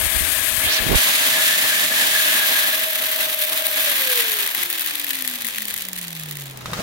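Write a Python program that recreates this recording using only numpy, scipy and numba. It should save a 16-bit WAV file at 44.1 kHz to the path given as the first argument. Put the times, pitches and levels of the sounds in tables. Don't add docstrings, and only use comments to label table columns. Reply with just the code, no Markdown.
import sys
import numpy as np
from scipy import signal
from scipy.fft import rfft, irfft
from scipy.io import wavfile
from scipy.ndimage import uniform_filter1d
from numba import njit

SR = 44100
rng = np.random.default_rng(int(sys.argv[2]) if len(sys.argv) > 2 else 0)


def unload_audio(sound):
    columns = np.transpose(np.atleast_2d(sound))
    steps = np.round(np.clip(columns, -1, 1) * 32767)
    wavfile.write(sys.argv[1], SR, steps.astype(np.int16))


N = 300762
T = np.arange(N) / SR

# frequency in Hz, relative level in dB.
WALL_SPECTRUM = [(600, -44.5), (1000, -13), (1200, -8.5), (1400, -10.5), (1530, -4.5), (1680, -4),
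                 (1980, 1), (2350, 0), (2560, 1.5), (2800, -0.5), (3280, 1.5), (3700, 0.5), (4100, -2.5),
                 (4800, -8.5), (6500, -10.5), (12000, -14.5)]
# frequency in Hz, relative level in dB.
TICK_SPECTRUM = [(2000, -39.5), (4500, 0.5), (5500, -6), (7000, 0), (7700, -1.5), (9000, 2.5), (10200, 3),
                 (11000, 1), (12200, 5), (14000, -2), (16000, 2.5)]

RUN_HZ, OFF_S, DRAG_HZ_PER_S, FRICTION_HZ_PER_S = 615, 3.855, 459, 53.1
APPROACH_S, CLOSE_S = 2.1, 2.95
LAP_S = .04608
ROOM_T60_S = 1


def undb(db):
    return 10 ** (np.asarray(db) / 20)


def curves(table):
    s, *columns = np.transpose(table)
    return [np.interp(T, s, c) for c in columns]


def humps(x, rows):
    return sum(height * np.exp(-((x - centre) / width) ** 2) for centre, width, height in rows)


def unit(x):
    return x / np.sqrt(np.mean(x ** 2, axis=-1, keepdims=True))


def sides(db):
    gains = np.array([undb(np.atleast_1d(db) / 2), undb(-np.atleast_1d(db) / 2)])
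    return gains / np.sqrt(np.mean(gains ** 2, axis=0))


def walk(rate):
    k = int(SR / rate)
    held = np.repeat(rng.standard_normal(N // k + 1), k)
    return unit(uniform_filter1d(held, k)[:N])


def convolve(x, response):
    x = np.atleast_2d(x)
    return signal.fftconvolve(x, np.atleast_2d(response), axes=-1)[:, :x.shape[-1]]


def colour(x, spectrum, size=4096):
    hz, db = np.transpose(spectrum)
    log_hz = np.log(np.fft.rfftfreq(size, 1 / SR) + 1)
    cepstrum = irfft(np.log(undb(np.interp(log_hz, np.log(hz), db))))
    cepstrum[1:size // 2] *= 2
    cepstrum[size // 2 + 1:] = 0
    response = irfft(np.exp(rfft(cepstrum)))
    return convolve(x, unit(response) / np.sqrt(size))


@njit
def svf(x, hz, damping):
    out, b, l = np.empty((2, len(x))), 0., 0.
    for i in range(len(x)):
        g = np.tan(np.pi * hz[i] / SR)
        v = (b + g * (x[i] - l)) / (1 + g * (g + damping))
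        out[0, i], out[1, i] = l + g * v, damping * v
        b, l = 2 * v - b, l + 2 * g * v
    return out


def resonance(x, hz, width_hz):
    return signal.lfilter(*signal.iirpeak(hz, hz / width_hz, fs=SR), x)


def add(out, s, sound):
    i = int(s * SR)
    out[:, i:i + sound.shape[-1]] += sound[:, :N - i]


def diffuse(alike_hz=900):
    mid, side = rng.standard_normal((2, N))
    side = signal.sosfilt(signal.butter(1, alike_hz, "high", fs=SR, output="sos"), side)
    return mid + side * np.array([[1], [-1]])


def ringing(energy, t60):
    keep = np.exp(-2 * np.log(1000) / (t60 * SR))
    return np.sqrt(signal.lfilter([1 - keep], [1, -keep], energy)) * rng.standard_normal((2, N))


def room(energy, wet_db):
    return undb(wet_db) * ringing(energy, ROOM_T60_S)


def struck(modes, size=6000):
    t = np.arange(size) / SR
    sound = np.zeros(size)
    for hz, db, t60 in modes:
        pitch = hz * (1 + 0.014 * rng.standard_normal())
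        sound += undb(db) * np.exp(-np.log(1000) * t / t60) * np.sin(2 * np.pi * pitch * t)
    return sound


def speed():
    knee = np.sqrt(FRICTION_HZ_PER_S / DRAG_HZ_PER_S)
    coasted = np.maximum(T - OFF_S, 0) * knee * DRAG_HZ_PER_S / RUN_HZ
    return knee * np.tan(np.arctan(1 / knee) - coasted)


def nearness():
    return np.interp(T, [APPROACH_S, CLOSE_S], [0, 1])


def skin(cover, gap_hz):
    # start in seconds, thump level in dB, skin rumble level in dB.
    bumps = [(.003, -17, -23), (.032, -16, -25), (.054, -11, -20), (.147, -8, -25), (.163, -14, -27),
             (.208, -5, -21), (.33, -19, -30), (.579, -10, -24), (.64, -17, -27), (.803, -9, -24),
             (.889, -13, -20), (.91, -11, -18), (.927, -7, -16), (.936, -7, -16), (.955, 0, -18)]
    # frequency in Hz, relative level in dB.
    rumble_spectrum = [(20, -8), (45, -2.5), (80, 0), (130, -20.5), (250, -24), (700, -32), (3000, -37),
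                       (16000, -68)]
    thump_modes = [(59.5, -7.5, 0.07), (106, -4.5, 0.013)]  # Hz, relative dB, 60 dB decay in seconds
    slip_s, peel_s = .8, .938
    rest_db, rustle_rest_db, slip_db, peel_db, hiss_db = -34, -46, -35, -13, -15
    catch_db = 2
    bump_s, touch_hz = 0.013, 3500

    touching = cover / (1 + (gap_hz / touch_hz) ** 8)
    pressure = undb(rest_db + catch_db * walk(21.2)) * touching
    for s, _, db in bumps:
        pressure += undb(db) * (T >= s) * np.exp(-np.abs(T - s) / bump_s)
    rumble = pressure * unit(colour(rng.standard_normal(N), rumble_spectrum))
    for s, db, _ in bumps:
        add(rumble, s, undb(db) * struck(thump_modes)[None])

    rustle_db = np.where(T < slip_s, rustle_rest_db, np.interp(T, [slip_s, peel_s], [slip_db, peel_db]))
    in_gap = svf(rng.standard_normal(N), gap_hz, 1.0)[0] * np.sqrt(SR / np.pi / gap_hz)
    hiss_spectrum = [(1500, -5), (3500, -7), (7000, -20), (16000, -26)]
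    hiss = undb(hiss_db) * colour(rng.standard_normal(N), hiss_spectrum)[0]
    rustle = undb(rustle_db + catch_db * walk(110)) * touching * (in_gap + hiss)
    return signal.sosfilt(signal.butter(2, 24, "high", fs=SR, output="sos"), rumble[0] + rustle)


def hand(sound):
    # time in seconds, resonance in Hz.
    gap_pitch = [(0, 300), (.57, 410), (.62, 2200), (.67, 3000), (.71, 4870), (.75, 5740), (.785, 4300),
                 (.81, 500), (.87, 260), (.925, 420), (.938, 800), (.951, 1300), (.955, 6000),
                 (.959, 11500), (.968, 14000)]
    lift_s, lift_time_s = .96, .015
    open_db, open_hz, gap_db_per_octave = -3.5, 5500, 5.0
    leak_db, shade_db, cup_db = -18, -2, 2.5
    leak_spectrum = [(100, 0), (650, 4.0), (1500, -4.0), (3800, -9),
                     (5500, -14), (7300, -24), (8800, -13), (15000, -37)]

    left, right = sound
    gap_hz = np.clip(curves(gap_pitch)[0], 50, SR / 3)
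    cover = np.interp(T, [lift_s, lift_s + lift_time_s], [1, 0])
    leak = undb(leak_db) * colour(right, leak_spectrum)[0]
    gap_db = open_db + gap_db_per_octave * np.minimum(np.log2(gap_hz / open_hz), 0)
    through_gap = undb(gap_db) * svf(svf(right, gap_hz, 0.36)[0], gap_hz, 27)[1]
    right = (1 - cover) * right + cover * (leak + through_gap)
    glint = 1.17 * resonance(left, 9300, 4000) + 0.87 * resonance(left, 12700, 1060)
    glint -= 0.31 * resonance(left, 8700, 16000)
    left = (left + glint * np.interp(T, [.62, .72], [1, 0])) * undb(shade_db * cover)
    cupped = undb(humps(T, [(lift_s + lift_time_s / 2, lift_time_s, cup_db)]))
    return cupped * np.array([left, right]) + np.array([[0], [1]]) * skin(cover, gap_hz)


def motors():
    # centre in Hz, width in Hz, gain in dB.
    standing_waves = [(596, 9, 7), (536, 9.2, 3), (506, 13, 8.5), (478, 9.5, 8.5), (432, 22, -0.5),
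                      (383.5, 13, -23), (318, 45, -9.5), (238, 3.8, -16), (223.6, 4.8, -20),
                      (199, 10, -11.5), (150, 17, 6)]
    # frequency in Hz, level in dB relative to the roll.
    brush_lines = [(119.7, -1), (179.8, 2), (213, -2), (256.5, 4), (302, 0)]
    hum_db, hum_near_db = -47.5, 5
    brush_hz, note_db, roll_db, roll_near_db = 641.6, -40.5, -57.5, -15
    brush_stop_db_per_s = 221
    fan_flutter_db, lap_db, fan_wander, fan_jitter = 3, 2, .004, .011
    note_flutter_db, roll_flutter_db = 2.6, 3

    hz, near = RUN_HZ * speed(), nearness()
    stop_db = -brush_stop_db_per_s * np.maximum(T - OFF_S, 0)
    lag = np.array([[0], [0.45]])
    load = speed() ** 3
    shaken_hz = hz * (1 + load * (fan_wander * walk(1.5) + fan_jitter * walk(30)))
    turn = 2 * np.pi * np.cumsum(shaken_hz) / SR
    flutter = fan_flutter_db * walk(60) + lap_db * np.sin(2 * np.pi * T / LAP_S)
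    fan_db = hum_db + hum_near_db * near + humps(hz, standing_waves) + load * flutter
    fan = undb(fan_db) * np.sin(turn + lag * load)

    note_phase = 2 * np.pi * brush_hz * T + 0.71 * walk(5.0) + lag
    note = undb(note_db + stop_db + note_flutter_db * walk(32)) * np.sin(note_phase)
    roll = np.zeros(N)
    for line_hz, db in brush_lines:
        level_db = roll_db + roll_near_db * near + stop_db + db + roll_flutter_db * walk(11.0)
        roll += undb(level_db) * np.sin(2 * np.pi * line_hz * T + 0.5 * walk(9))
    return np.sqrt(2) * (fan + note + roll)


def air(air_db):
    # frequency in Hz, relative level in dB.
    air_spectrum = [(30, -26), (70, -22), (110, -5), (170, -7), (290, 3), (380, -4), (470, -1), (600, 3),
                    (900, 3), (1300, 1.5), (2200, -1.5), (5000, -4), (15000, -20)]
    gain_db, least_db, flutter_db = 4.5, -48, 2
    reach, damping = 6.1, 2.5
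    edge_hz = np.clip(reach * RUN_HZ * speed(), 100, SR / 3)
    rush = np.array([svf(x, edge_hz, damping)[0] for x in colour(diffuse(), air_spectrum)])
    level = np.hypot(undb(air_db), undb(least_db))
    return rush * level * undb(gain_db + flutter_db * speed() * walk(30))


def whirl():
    # time in seconds, level in dB.
    whirl_level = [(1.0, -19.5), (1.93, -21.5), (2.0, -20.5), (2.62, -21), (2.82, -25), (3.72, -27.5),
                   (3.87, -22), (5.34, -33), (5.76, -35), (6.21, -39.5), (6.46, -40), (6.55, -48.5)]
    # centre in seconds, change in dB.
    surge_rows = [(1.08, 0.5), (1.17, -0.5), (1.43, 1), (1.52, 0.5), (1.9, -2), (2.28, 1), (2.58, 0.5),
                  (2.88, -3), (3.22, 2.5), (3.37, -2.5), (3.42, 1.5), (3.47, -1.5), (3.58, 2), (3.79, 3),
                  (4.21, 2.5), (4.52, -5), (4.61, 2.5), (4.68, -4.5), (5.0, -2.5), (5.91, -6.5)]
    surge_s, waver_db = .028, 0.82
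    surges = humps(T, [(s, surge_s, db) for s, db in surge_rows])
    return curves(whirl_level)[0] + surges + waver_db * nearness() * walk(60)


def steady(x, seconds=0.19):
    return x / np.sqrt(uniform_filter1d(np.mean(x ** 2, axis=0), int(seconds * SR)) + 1e-9)


def from_bin(x):
    direct_share, port_lag_s = .12, .00019
    left, right = x
    late = np.roll(right, int(port_lag_s * SR))
    return np.array([np.sqrt(1 - direct_share) * left + np.sqrt(direct_share) * late, right])


def facing(x):
    near_db, slow_db, scoop_db, fill_db = 7, -7, -11.5, 6.0
    lift_db = near_db * nearness() + slow_db * (1 - speed()) ** 2
    scoop = undb(scoop_db * nearness() * speed() + fill_db * (0.5 - speed())) - 1
    return x + (undb(lift_db) - 1) * resonance(x, 14200, 2560) + scoop * resonance(x, 6600, 6100)


def whistle(whirl_db):
    # time in seconds, pitch in Hz, level in dB relative to the whirl.
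    whistle_track = [(0, 1680, -15), (.25, 1690, -9.5), (.75, 1700, -9), (1.1, 1666, -12), (1.5, 1740, -8),
                     (1.9, 1738, -6), (2.3, 1672, -6), (2.7, 1672, -5.5), (2.95, 1670, -12.5),
                     (3.6, 1680, -13), (3.9, 1650, -10.5), (4.5, 1680, -14), (5.6, 1740, -16)]
    # centre in seconds, change in dB.
    swell_rows = [(1.14, -7), (1.5, 3.5), (1.62, -2), (1.74, 2), (1.88, -3), (2.02, 3), (2.09, -3),
                  (2.17, 4), (2.41, 2.5), (2.49, -7), (2.6, 0), (2.75, -2)]
    swell_s, flutter_db = .035, 1.6
    width = .052
    hz, db = curves(whistle_track)
    hz = hz * (1 + 0.007 * walk(40))
    tone = []
    for noise in rng.standard_normal((2, N)):
        narrow = svf(noise, hz, width)[1]
        tone.append(svf(narrow, hz, 4 * width)[1])
    swells = humps(T, [(s, swell_s, height) for s, height in swell_rows])
    return steady(from_bin(tone), seconds=0.097) * undb(whirl_db + db + swells + flutter_db * walk(80))


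def grit(ring_db, sizzle_db):
    far_grains_per_s, near_grains_per_s = 6900, 2700
    thinning, spread_db, clump_db, pan_db = 2.2, 2.0, 4.0, 1
    heard = far_grains_per_s + (near_grains_per_s - far_grains_per_s) * nearness()
    mean_rate = heard * speed() ** thinning
    rate = mean_rate * undb(clump_db * np.tanh(walk(55)))
    size = undb(spread_db * np.minimum(rng.exponential(size=N), 4.4))
    energy = size ** 2 * (rng.random(N) < rate / SR)
    ticks = ringing(energy, 0.00044) + 1.6 * ringing(energy, 0.008) + room(energy, wet_db=-2)
    rings = ringing(energy, 0.014) + room(energy, wet_db=2.5)
    clumps = unit(np.tanh(walk(110)))
    swell_db = np.clip(4500 / mean_rate, 0, 1.4) * (clumps - uniform_filter1d(clumps, SR // 22))
    sizzle = steady(facing(colour(ticks, TICK_SPECTRUM))) * undb(sizzle_db + swell_db) * sides(pan_db)
    shell = steady(from_bin(colour(rings, WALL_SPECTRUM))) * undb(ring_db + swell_db)
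    return sizzle + shell


def floor():
    # frequency in Hz, relative level in dB.
    floor_spectrum = [(20, -8), (60, 4), (150, 2.5), (280, 1.5), (450, -1), (1200, -7), (4000, -13),
                      (16000, -30)]
    # time in seconds, level in dB.
    floor_level = [(0, -48), (2.3, -61), (3.7, -55), (4.6, -60), (5.1, -52.5), (5.6, -50), (6.3, -45.5),
                   (6.82, -40)]
    return unit(colour(diffuse(alike_hz=200), floor_spectrum)) * undb(curves(floor_level)[0] + 2 * walk(9))


def strays(whirl_db):
    strays_per_s = 75
    tick_db, ring_db, spread_db = 12, -3.5, 2
    carried_db = -6
    last_speed = .33
    chance = rng.standard_normal((450, 2))
    due = np.cumsum(np.exp(.6 * chance[:, 0]))
    s = np.interp(due, np.cumsum(strays_per_s * nearness() * speed() ** .7) / SR, T)
    db = np.interp(s, T, whirl_db + carried_db * speed() ** 2) + spread_db * chance[:, 1]
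    played = np.interp(s, T, speed()) > last_speed
    return np.column_stack([s, db + tick_db, db + ring_db])[played]


def circling():
    from_s, lap_tick_db, ring_db = 2.7465, (-14, -11.5), -19
    s = np.arange(from_s, OFF_S - LAP_S / 2, LAP_S)
    db = np.interp(s, [from_s, OFF_S], lap_tick_db) + rng.standard_normal(len(s))
    return np.column_stack([s, db, db + ring_db])


def single_grains(whirl_db):
    # start in seconds, tick level and wall ring level in dB, both before the gains below.
    tick_rows = [(3.3401, -13, -29), (3.4174, -10.5, -27), (3.424, -11, -28), (3.4505, -13, -32),
                 (3.498, -14, -32), (3.5425, -15, -32), (3.6675, -7, -24), (3.683, -14, -32),
                 (3.7305, -14, -32), (3.8998, -11, -26), (3.9168, -10, -26), (3.9677, -11, -26),
                 (4.0191, -10, -24), (4.1009, -11, -27), (4.1572, -10, -25), (4.1902, -11, -25),
                 (4.2036, -11, -22), (4.3178, -11, -27), (4.3392, -11, -27), (4.3866, -12, -27),
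                 (4.4056, -11.5, -27), (4.463, -11, -26), (4.4745, -11, -28), (4.5109, -13, -27),
                 (4.5481, -8, -23), (4.6286, -11, -28), (4.6335, -8, -27), (4.7012, -8, -25),
                 (4.7279, -10.5, -28), (4.7827, -13, -28), (4.7952, -11, -29), (4.8085, -9, -28),
                 (4.819, -13, -30), (4.8614, -9.5, -25), (4.9092, -13, -25), (4.9541, -10, -25),
                 (4.997, -11, -28), (5.0444, -11, -28), (5.0669, -15, -29), (5.083, -16, -32),
                 (5.092, -16, -32), (5.1058, -10, -24), (5.1082, -11, -25), (5.1324, -14, -30),
                 (5.1544, -14, -30), (5.1878, -14, -32), (5.208, -17, -32), (5.2225, -10.5, -27),
                 (5.2482, -16, -28), (5.2761, -6, -24), (5.2985, -17, -32), (5.337, -15.5, -30),
                 (5.3554, -16, -32), (5.4203, -15, -29), (5.4465, -14, -27), (5.4524, -13, -30),
                 (5.4677, -9.5, -28), (5.477, -15, -32), (5.4856, -13, -29), (5.5468, -17, -28),
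                 (5.559, -14, -29), (5.5829, -11, -23), (5.6045, -20, -33), (5.6201, -12, -29),
                 (5.6535, -13.5, -29), (5.682, -13, -30), (5.7024, -15, -29), (5.7084, -16, -28),
                 (5.7404, -11, -28), (5.7623, -15, -30), (5.7655, -16, -32), (5.777, -14, -33),
                 (5.7844, -17, -31), (5.8074, -18, -31), (5.8202, -14, -31), (5.8518, -18, -32),
                 (5.8855, -13.5, -32), (5.9314, -13, -31), (5.9626, -18, -34), (5.9764, -19, -36),
                 (5.983, -18, -36), (5.9885, -17, -36), (6.0132, -17, -34), (6.0295, -20, -36),
                 (6.0405, -23, -38), (6.0705, -23, -38), (6.0806, -18, -33), (6.105, -22, -35),
                 (6.129, -18, -33), (6.1649, -22, -35), (6.197, -19, -34), (6.2347, -18, -34),
                 (6.2595, -25, -40), (6.3108, -16, -32), (6.3275, -24, -40), (6.3542, -21, -35),
                 (6.3699, -18, -34), (6.3985, -23, -38), (6.4085, -23, -39), (6.4198, -20, -36),
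                 (6.4565, -25, -39), (6.5085, -28, -43), (6.573, -22, -39)]
    # time in seconds, left minus right in dB.
    tick_pan = [(4.2, 5), (4.55, 7), (5.45, 8), (5.8, 3.5), (6.0, -3)]
    tick_gain_db, ring_gain_db, mode_db = 13, 22, 2
    skip_s, skip_share = .0013, .5
    s, tick, ring = np.vstack([tick_rows, circling(), strays(whirl_db)]).T
    at = (s * SR).astype(int)
    pan = curves(tick_pan)[0][at]
    on_wall, in_shell = np.zeros((2, 2, N))
    on_wall[:, at] = (undb(tick + tick_gain_db) * sides(pan)) ** 2
    in_shell[:, at] = (undb(ring + ring_gain_db) * sides(pan / 2)) ** 2
    skipping = on_wall * skip_share * (1 - speed())
    on_wall = on_wall - skipping + np.roll(skipping, int(skip_s * SR), axis=1)
    ticks = .5 * ringing(on_wall, .003) + 1.05 * ringing(on_wall, .011)
    ticks += room(on_wall, wet_db=-12)
    rings = colour(ringing(in_shell, .016), WALL_SPECTRUM)
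    lowest_mode = undb(mode_db) * resonance(rings, 1900, 220)
    return facing(colour(ticks, TICK_SPECTRUM)) + rings + lowest_mode


def unlatch():
    # start in seconds, latch click level in dB, body knock level in dB.
    knocks = [(6.56, -42, -62), (6.581, -43, -62), (6.612, -38, -55), (6.658, -27, -42), (6.683, -42, -34),
              (6.704, -37, -48), (6.721, -39, -31), (6.733, -22, -35), (6.774, -38, -35), (6.791, -38, -24)]
    # frequency in Hz, relative level in dB, time to fall by 60 dB in seconds.
    latch_modes = [(620, -18, 0.034), (1090, -4, 0.028), (1250, 0.5, 0.023), (1900, -12, 0.045),
                   (2630, -9, 0.031), (3770, -3, .04), (5640, -22, .03)]
    # frequency in Hz, relative level in dB, time to fall by 60 dB in seconds.
    body_modes = [(135, -22, 0.073), (186, 5.5, 0.075), (273, -15, .07), (497, 0, 0.043), (654, -7, 0.04)]
    # time in seconds, level in dB.
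    slide = [(6.64, -94), (6.665, -41), (6.72, -43), (6.75, -42), (6.8, -25.5), (6.82, -32)]
    # frequency in Hz, relative level in dB.
    scrape_spectrum = [(25, -28), (60, -24), (140, 14), (300, 0), (650, 4), (1300, -22), (2500, -14),
                       (5000, -21), (9000, -24), (16000, -25)]
    crack_spectrum = [(400, -5), (1200, 10.0), (4000, 4.5), (9000, -3.5), (16000, -6)]
    crack_db, jerk_db = 22, 4.2
    catches_per_s, catch_db = 170, 15

    out, snaps = np.zeros((2, N)), np.zeros(N)
    for s, click_db, knock_db in knocks:
        add(out, s, undb(click_db) * np.array([struck(latch_modes), struck(latch_modes)]))
        add(out, s, undb(knock_db) * struck(body_modes)[None])
        snaps[int(s * SR)] = undb(click_db + crack_db) ** 2
    slide_db = curves(slide)[0]
    snaps += (rng.random(N) < catches_per_s / SR) * undb(slide_db + catch_db) ** 2
    crack = colour(ringing(snaps, 0.047) + room(snaps, wet_db=3.0), crack_spectrum)
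    scrape = unit(colour(diffuse(), scrape_spectrum)) * undb(slide_db + jerk_db * walk(110))
    return out + crack + scrape


def scene():
    db = whirl()
    air_db = db - 17 - 0.4 * nearness()
    sizzle_db = db + 2 - 1.5 * (1 - speed())
    bin_sounds = whistle(db) + grit(db + 1, sizzle_db) + single_grains(db)
    return motors() + air(air_db) + bin_sounds + unlatch() + floor()


def record(dry):
    left, right = dry
    left_port = left + 0.29 * resonance(left, 1440, 1100)
    right_port = right + 0.5 * resonance(right, 6540, 2400) - 0.16 * resonance(right, 2300, 950)
    top_cut = signal.ellip(12, .2, 80, 15800, fs=SR, output="sos")
    return signal.sosfilt(top_cut, hand([left_port, right_port]))


dry = scene()
out = record(dry)
unload_audio(out)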